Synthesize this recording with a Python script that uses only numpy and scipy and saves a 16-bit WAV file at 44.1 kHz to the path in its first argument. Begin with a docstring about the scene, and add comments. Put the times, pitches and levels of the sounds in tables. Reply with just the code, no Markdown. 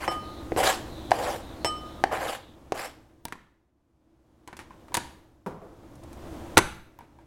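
"""A small kitchen, microphone close to a hand-held plastic cutting board. A steel knife taps the board and
scrapes diced onion off it into a bowl; twice the blade rings free. Board and knife clack down on the counter,
the bowl is set down and nudged, and oranges slap the board onto the worktop. The room answers and a faint hiss
slides in pitch. The background sinks and returns as the recorder's automatic gain ducks and recovers, a rubbing
swells it just before the oranges land, and the loudest blow overloads the microphone."""
import sys
import numpy as np
from scipy import signal
from scipy.fft import rfft, irfft, next_fast_len
from scipy.io import wavfile
from scipy.ndimage import uniform_filter1d, map_coordinates

SR = 44100
rng = np.random.default_rng(int(sys.argv[2]) if len(sys.argv) > 2 else 0)


def waveform_to_disk(signal):
    """Save audio, clipped to [-1, 1], as 16-bit WAV at the path in sys.argv[1]."""
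    frames = np.transpose(np.atleast_2d(signal))
    scaled = np.clip(frames, -1, 1) * 32767
    samples = np.round(scaled).astype(np.int16)
    wavfile.write(sys.argv[1], SR, samples)


N = 320166
TIME = np.arange(N) / SR

# knife on the held board: t/s, level/dB, bass/dB, treble/dB, t60/s
KNIFE_TAPS = [(0.079, -24, -6.5, -9, 0.034), (0.0825, -24.5, 3, -14.5, 0.08),
              (0.52, -24, 15.5, -17.5, 0.02), (0.5635, -25.5, 11.5, 0, 0.013), (1.109, -31, 4, 12, 0.09),
              (1.117, -13, -10, -6.5, 0.016), (1.647, -21.5, -3, 5.5, 0.12), (2.0392, -15, -6, -7.5, 0.02),
              (2.722, -23, -2.5, -1, 0.028)]
# body of the held board: f/Hz, level/dB
BOARD_BODY = [(50, -17.5), (160, -12), (220, -18), (330, -2), (550, -3), (780, -0.5), (1000, -8),
              (1400, -17.5), (1850, -12.5), (2600, -19), (3500, -25), (5300, -26), (10000, -36.5),
              (16000, -47.5)]
# pushes of the blade: t/s, length/s, board drone/dB, edge rasp/dB, wet hiss/dB, mid-push swell/dB
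PUSHES = [(0.0, 0.03, -39.5, -38, -46, 1), (0.033, 0.012, -38, -37, -42.5, 2),
          (0.099, 0.036, -37.5, -40, -45.5, 2.5), (0.563, .057, -24.5, -28.5, -32, 4),
          (0.621, 0.11, -26, -25, -26, 9), (1.121, 0.047, -36, -40.5, -45, 1),
          (1.175, 0.19, -30, -38, -40, 7.5), (2.109, .061, -29, -30.5, -42, 4),
          (2.191, .16, -34, -37, -41.5, 5.5), (2.736, 0.12, -41.5, -40, -43.5, 4.5),
          (2.836, 0.0087, -41, -43.5, -44, 2)]
# the three colours of a scrape: f/Hz, level/dB
BOARD_DRONE = [(120, -32), (230, -17), (335, -6.5), (410, -7), (490, 1), (560, 0.5), (630, 1), (690, -1.5),
               (770, 5), (850, -2.5), (1000, -8.5), (1400, -26.5), (3000, -59)]
EDGE_RASP = [(500, -35.5), (1050, 3), (1400, 0), (1660, 3.5), (1950, -2), (2400, -5), (3100, -14),
             (4200, -16), (6500, -37.5), (12000, -54)]
WET_HISS = [(1700, -35), (2600, -6), (3150, 6.5), (3900, 3), (5400, 2), (6300, -4), (7400, 1), (8600, -3),
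            (10300, -3), (13000, -7.5), (16000, -15.5)]
# the blade springs free: t/s, level/dB, tilt/(dB per octave), twin strength 0-1
BLADE_RELEASES = [(0.078, -27.5, -1.5, .35), (1.649, -29, 3, .95)]
# its bending modes, each with a close twin: f/Hz, level/dB, t60/s, twin offset/Hz, twin share 0-1
BLADE_MODES = [(1231, -1, .85, 6.8, .7), (3035, -7, .55, 9, .15), (5337, -4, .2, 11, .3),
               (5344, -19, .55, 11, .8), (8064, -12, .26, 20, .3), (11200, -28, .25, 25, .5),
               (14740, -34, .12, 40, .5)]

# board and knife clack on the counter: t/s, level/dB, bass/dB, treble/dB, t60/s, ring/dB
CLACKS = [(3.2537, -36.5, 8, -4, 0.022, 2.5), (3.2836, -48, 1, -1.5, 0.016, -15),
          (3.3239, -34, -0.5, -9.5, .036, -25), (4.4762, -44.5, 6.5, 2.5, 0.035, -2.5),
          (4.5291, -43, 1.5, -15, 0.072, 1), (4.5684, -46, 8, 6.5, .05, -6),
          (4.5914, -39, -3, -8, .17, -17.5), (4.883, -53.5, -12, -10, .053, -4),
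          (4.9432, -26.5, -0.5, 12, .037, -0.5), (4.9507, -26, -8.5, 2.5, 0.027, -21),
          (4.9697, -28.5, 1, 10.5, 0.027, 1), (4.974, -28.5, 5, -15.5, .048, 2)]
# a pressed orange slaps the board flat, in a burst of contacts: columns as for CLACKS
ORANGE_SLAP = [(6.5688, -35.5, -3, -20, 0.019, -7.5), (6.5717, -6.5, -4, -18, 0.017, -10.5),
               (6.5775, -6, 1, 3.5, 0.018, -6), (6.5843, -17.5, 8.5, -6, 0.042, -4.5),
               (6.5876, -16.5, 4.5, -5, .025, -4.5)]
# the board rocks softly on the counter: t/s, level/dB
BOARD_ROCKS = [(3.3544, -53.5), (4.485, -49), (4.7069, -51), (4.9208, -47), (6.9895, -50), (7.0082, -51.5),
               (7.188, -57.5)]
# tone of each rock: bass/dB, treble/dB, t60/s, ring/dB
ROCK_TONE = (6, -12, 0.3, 7.5)
# body of the counter: f/Hz, level/dB
COUNTER_BODY = [(40, -11), (70, -7.5), (200, -7), (340, -3), (500, -7), (700, -9), (960, -1.5),
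                (1300, -7.5), (1650, -5), (2150, -7), (3000, -11), (5500, -15), (10500, -16), (16000, -34)]
# hollow notes of the board, and the longer ring of the knife lying on it: f/Hz, level/dB, t60/s
BOARD_AND_KNIFE_MODES = [(174, -24, 0.29), (306, -15, 0.015), (873, -28, 0.47), (860, 0.5, 0.015),
                         (961, 6.5, 0.032), (1067, -12, 0.046), (1495, -17, 0.22), (1643, -23.5, 0.33),
                         (2280, -12.5, 0.053)]
# the full bowl lands and rocks: t/s, level/dB, bass/dB, treble/dB, t60/s
BOWL_THUDS = [(5.4625, -32.5, 1, -2.5, 0.059), (5.467, -34.5, 2, 4.5, 0.095), (5.509, -41, 4.5, -1.5, 0.31),
              (5.618, -40.5, 6.5, -2.5, 0.49)]
# bodies of the bowl and of a hard edge: f/Hz, level/dB
BOWL_BODY = [(40, -12), (65, -13), (100, -10.5), (160, 1.5), (250, -6), (430, 5.5), (600, 1), (1000, 0),
             (1400, -6.5), (1900, -19.5), (4000, -31.5), (15000, -36)]
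EDGE_BODY = [(500, -45), (3000, -14), (7000, -2.5), (11000, -10.5), (15000, -3.5)]
# hard edges meet; fingers brush the fruit: t/s, level/dB
EDGE_TICKS = [(3.2534, -32.5), (4.9442, -38.5), (6.9895, -58)]
FINGER_BRUSHES = [(5.955, -61), (6.036, -57.5), (6.13, -54.5)]
# tone of a tick and of a brush: bass/dB, treble/dB, t60/s
TICK_TONE = (1.8, -2, 0.0044)
BRUSH_TONE = (-11, 12, .04)

# decay of the kitchen: f/Hz, t60/s
ROOM_DECAY = [(80, 0.83), (300, 0.24), (1500, 0.57), (4000, 0.52), (10000, 0.4), (16000, 0.93)]
# colour coming back off the walls: f/Hz, level/dB
WALL_COLOUR = [(60, 9), (500, 1.5), (1500, -2), (4000, 1), (10000, -3), (15000, -10)]
# faint falling hisses: t/s, length/s, starting f/Hz, level/dB
HISS_SLIDES = [(0.168, 0.33, 4200, -55), (0.822, 0.39, 4070, -54), (1.38, 0.21, 3920, -56.5),
               (1.518, 0.32, 4350, -58), (1.771, 0.3, 3960, -58), (2.263, 0.34, 3960, -63)]
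# the background as the recorder's automatic gain ducks and recovers, with a rubbing swell at 6.0-6.55 s: t/s,
# level/dB
BACKGROUND_LEVEL = [(0.0, -44), (0.38, -45), (0.64, -42), (1.27, -44), (1.41, -44.5), (2.2, -47), (2.38, -55.5),
                    (2.87, -56), (3.72, -77.5), (4.51, -63.5), (4.67, -58), (4.99, -53), (5.24, -61),
                    (5.5, -68.5), (5.64, -57.5), (6.01, -52), (6.33, -43.5), (6.55, -44.5), (6.83, -62),
                    (7.26, -61.5)]
# three layers of the background: f/Hz, level/dB
ROOM_RUMBLE = [(20, -4), (45, -4), (68, 5.5), (90, -3.5), (125, 0.5), (160, -8.5), (220, -5), (270, -3.5),
               (335, 2.5), (390, -14.5), (600, -56.5)]
ROOM_AIR = [(250, -20), (400, 1), (560, 3), (1000, -3), (1500, -10), (2200, -15.5), (3500, -19),
            (8000, -53)]
ROOM_FIZZ = [(1500, -22), (3500, 4), (6000, 4), (10000, 0), (16000, -5)]


def blows(contacts, body, shudder):
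    """Each contact gives a body one impulse and a shudder of dense plate modes."""
    out, t = np.zeros(N), np.arange(SR // 4) / SR
    span = 0.01 * SR  # a contact's level is its energy spread over 10 ms
    for start, db, bass_db, treble_db, t60, *_ in contacts:
        force = rng.standard_normal(len(t)) * amp(-60 * t / t60)
        force *= shudder / np.linalg.norm(force)
        force[0] += 1
        hit = coloured(force, body, [(400, bass_db), (800, 0.0063), (1400, 0.0075), (7000, treble_db)])
        add(out, start, amp(db) * hit * np.sqrt(span) / np.linalg.norm(hit))
    return out


def scraping():
    """The edge catches on scored plastic: coarse slips drive the board, fine ones rasp and hiss."""
    coarse, fine = slips(per_s=1100, spread_db=1.5), slips(per_s=3100, spread_db=1.5)
    drone = unit(coloured(coarse, BOARD_DRONE))
    rasp = travelling_contact(coloured(0.5 * coarse + fine, EDGE_RASP), depth_db=3.0)
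    hiss = travelling_contact(coloured(0.44 * coarse + fine, WET_HISS), depth_db=3.0)
    pressure = amp(wobble(130))
    out = np.zeros(N)
    for start, length, drone_db, rasp_db, hiss_db, swell_db in PUSHES:
        # a push brightens as the blade travels
        out += drone * amp(drone_db) * push(start, length, swell_db, drift_db_per_s=-28)
        out += rasp * amp(rasp_db) * push(start, length, swell_db, drift_db_per_s=1.5)
        out += hiss * amp(hiss_db) * push(start, length, swell_db, drift_db_per_s=13.5)
    return out * pressure


def slips(per_s, spread_db):
    """Irregular stick-slip impulses of scattered size."""
    happens = rng.random(N) < per_s / SR
    sizes = amp(spread_db * np.clip(rng.standard_normal(N), -2, 2))
    return unit(happens * sizes * rng.choice([-1, 1], N))


def push(start, length, swell_db, drift_db_per_s, bite_s=0.016, lift_db_per_s=336.5):
    """Gain of one push: the edge bites, bears down midway, then lifts off."""
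    t = np.clip(TIME - start, 0, None)
    held = np.minimum(t, length)
    db = swell_db * (np.sin(np.pi * held / length) - 1) + drift_db_per_s * (held - length / 2)
    return np.minimum(t / bite_s, 1) * amp(db - lift_db_per_s * (t - held))


def travelling_contact(x, depth_db):
    """As the contact travels along the edge, resonances come and go."""
    bands = signal.stft(x, nperseg=256)[2]
    patches = uniform_filter1d(rng.standard_normal(bands.shape), size=4, axis=0)
    patches = uniform_filter1d(patches, size=8, axis=1)
    return unit(signal.istft(bands * amp(depth_db * unit(patches)), nperseg=256)[1][:N])


def blade_ring():
    """Twin modes of the steel beat together, and the ring wavers as the knife swings."""
    out, t = np.zeros(N), np.arange(SR) / SR
    for start, db, tilt_db, twin_strength in BLADE_RELEASES:
        for hz, mode_db, t60, offset_hz, share in BLADE_MODES:
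            onset_db = db + mode_db + tilt_db * np.log2(hz / BLADE_MODES[0][0])
            swing = wobble(33, size=SR)
            mode = np.sin(2 * np.pi * hz * t + 0.15 * swing)
            twin = twin_strength * share * np.sin(2 * np.pi * (hz + offset_hz) * t)
            add(out, start, amp(onset_db + swing - 60 * t / t60) * (mode - twin))
    return out


def board_on_counter(contacts, shudder, attack_s):
    """Each knock sounds the counter, the board and the knife on it; a soft one spares the upper modes."""
    knocks = blows(contacts, COUNTER_BODY, shudder)
    ring, t = np.zeros(N), np.arange(SR // 4) / SR
    hz, mode_db, t60 = np.transpose(BOARD_AND_KNIFE_MODES)[:, :, None]
    for start, db, _, treble_db, _, ring_db in contacts:
        scatter_db, detune = rng.standard_normal((2, len(hz), 1))
        onset_db = mode_db + scatter_db + along([(1000, 0.02), (5000, treble_db)], hz)
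        modes = amp(onset_db - 60 * t / t60) * np.sin(2 * np.pi * hz * (1 + 0.027 * detune) * t)
        add(ring, start, amp(db + ring_db) * modes.sum(axis=0) * (1 - np.exp(-t / attack_s)))
    return knocks + ring


def small_touches():
    """Hard edges meet with a bright tick, and fingers brush the fruit."""
    ticks = blows(with_tone(EDGE_TICKS, TICK_TONE), EDGE_BODY, shudder=2.1)
    return ticks + blows(with_tone(FINGER_BRUSHES, BRUSH_TONE), COUNTER_BODY, shudder=4)


def diffuse_field(x, size=256):
    """The room stores energy in each band and leaks it back as noise."""
    hz, t, bands = signal.stft(x, SR, nperseg=size)
    kept_per_frame = amp(-120 * t[1] / along(ROOM_DECAY, hz))
    energy = np.array([signal.lfilter([0, 1 - kept], [1, -kept], np.abs(band) ** 2)
                       for kept, band in zip(kept_per_frame, bands)])
    diffuse = signal.stft(rng.standard_normal(N), nperseg=size)[2]
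    tail = diffuse / np.std(diffuse) * np.sqrt(energy) * amp(along(WALL_COLOUR, hz))[:, None]
    return signal.istft(tail, nperseg=size)[1][:N]


def wall_reflections(x):
    """Walls and cupboards return a tail in which some notes linger more than others."""
    hz, t, bands = signal.stft(rng.standard_normal(SR), SR, nperseg=256)
    tail_db = along(WALL_COLOUR, hz)[:, None] - 60 * t / along(ROOM_DECAY, hz)[:, None]
    tail = signal.istft(bands * amp(tail_db), SR, nperseg=256)[1]
    return signal.fftconvolve(x, tail / np.linalg.norm(tail))[:N]


def sliding_hiss(half_width_hz=300, fall_hz_per_s=1500):
    """Faint behind the knife, a narrow hiss swells and fades while its pitch falls."""
    out, lowpass = np.zeros(N), signal.butter(2, half_width_hz, fs=SR, output="sos")
    for start, length, hz, db in HISS_SLIDES:
        t = TIME[:round(length * SR)]
        band = unit(signal.sosfilt(lowpass, rng.standard_normal(SR)))[:len(t)]
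        carrier = np.sqrt(2) * np.sin(2 * np.pi * (hz - fall_hz_per_s * t / 2) * t)
        add(out, start, amp(db) * np.sin(np.pi * t / length) * band * carrier)
    return out


def background(usual_db=-45):
    """Rumble, air and fizz sink and return as the recorder's automatic gain ducks and recovers, and swell with
    a rubbing just before the oranges land."""
    gain_db = np.interp(TIME, *np.transpose(BACKGROUND_LEVEL)) - usual_db
    rumble = noise(ROOM_RUMBLE) * amp(-42.5 + 0.9 * gain_db + 0.44 * wobble(6))
    air = noise(ROOM_AIR) * amp(-47.5 + 1.028 * gain_db + 0.88 * wobble(48))
    fizz = noise(ROOM_FIZZ) * amp(-60.5 + gain_db)
    return rumble + air + fizz


def amp(db):
    """Decibels to gain."""
    return 10 ** (np.asarray(db) / 20)


def unit(x):
    """Scale to rms 1."""
    return x / np.sqrt(np.mean(x ** 2) + 1e-20)


def along(points, hz):
    """Read (f/Hz, value) points on a log frequency axis."""
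    f, values = np.transpose(points)
    return np.interp(np.log(hz + 1), np.log(f), values)


def wobble(rate, size=N):
    """A smooth random curve, rate knots a second."""
    return map_coordinates(rng.standard_normal(int(size * rate / SR) + 4), [TIME[:size] * rate])


def coloured(x, *spectra, size=4096):
    """Pass x through a causal body whose gain is the product of the spectra."""
    hz = np.fft.rfftfreq(size, 1 / SR)
    gain = amp(sum(along(spectrum, hz) for spectrum in spectra))
    cepstrum = irfft(np.log(gain))
    cepstrum[1:size // 2] *= 2  # fold to minimum phase
    cepstrum[size // 2 + 1:] = 0
    return signal.fftconvolve(x, irfft(np.exp(rfft(cepstrum))))[:len(x)]


def noise(spectrum):
    """Coloured noise of rms 1."""
    return unit(coloured(rng.standard_normal(N), spectrum))


def add(track, start, sound):
    """Mix a sound in at start seconds."""
    part = track[max(0, round(start * SR)):][:len(sound)]
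    part += sound[:len(part)]


def with_tone(contacts, tone):
    """Give every (t/s, level/dB) contact the same colour and decay."""
    return [(*contact, *tone) for contact in contacts]


def scene():
    """At the microphone, in mono: knife work is close and fairly dry; the bowl carries the most room."""
    taps = blows(KNIFE_TAPS, BOARD_BODY, shudder=1.0)
    scrapes = scraping()
    contacts = list(CLACKS) + with_tone(BOARD_ROCKS, ROCK_TONE)
    knocks = board_on_counter(contacts, shudder=1.7, attack_s=0.001)
    slap = board_on_counter(ORANGE_SLAP, shudder=1.5, attack_s=0.0018)
    bowl = blows(BOWL_THUDS, BOWL_BODY, shudder=2.5)
    touches = small_touches()
    direct = taps + blade_ring() + scrapes + knocks + slap + bowl + touches
    into_room = (amp(-13.5) * taps + amp(-13) * scrapes + amp(-11.5) * knocks
                 + amp(-19.5) * slap + amp(-3.5) * bowl + amp(-23.5) * touches)
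    reverb = (diffuse_field(into_room) + wall_reflections(into_room)) / np.sqrt(2)
    return (direct + reverb + sliding_hiss() + background())[None]


def record(dry):
    """The close microphone flattens the highest peaks and keeps nothing above its band limit."""
    ceiling, top_hz = 0.66, 16100
    flattened = dry / (1 + np.abs(dry / ceiling) ** 6) ** (1 / 6)
    size = next_fast_len(N + SR // 2)
    in_band = np.fft.rfftfreq(size, 1 / SR) < top_hz
    return irfft(rfft(flattened, size) * in_band, size)[:, :N]


dry = scene()
out = record(dry)
waveform_to_disk(out)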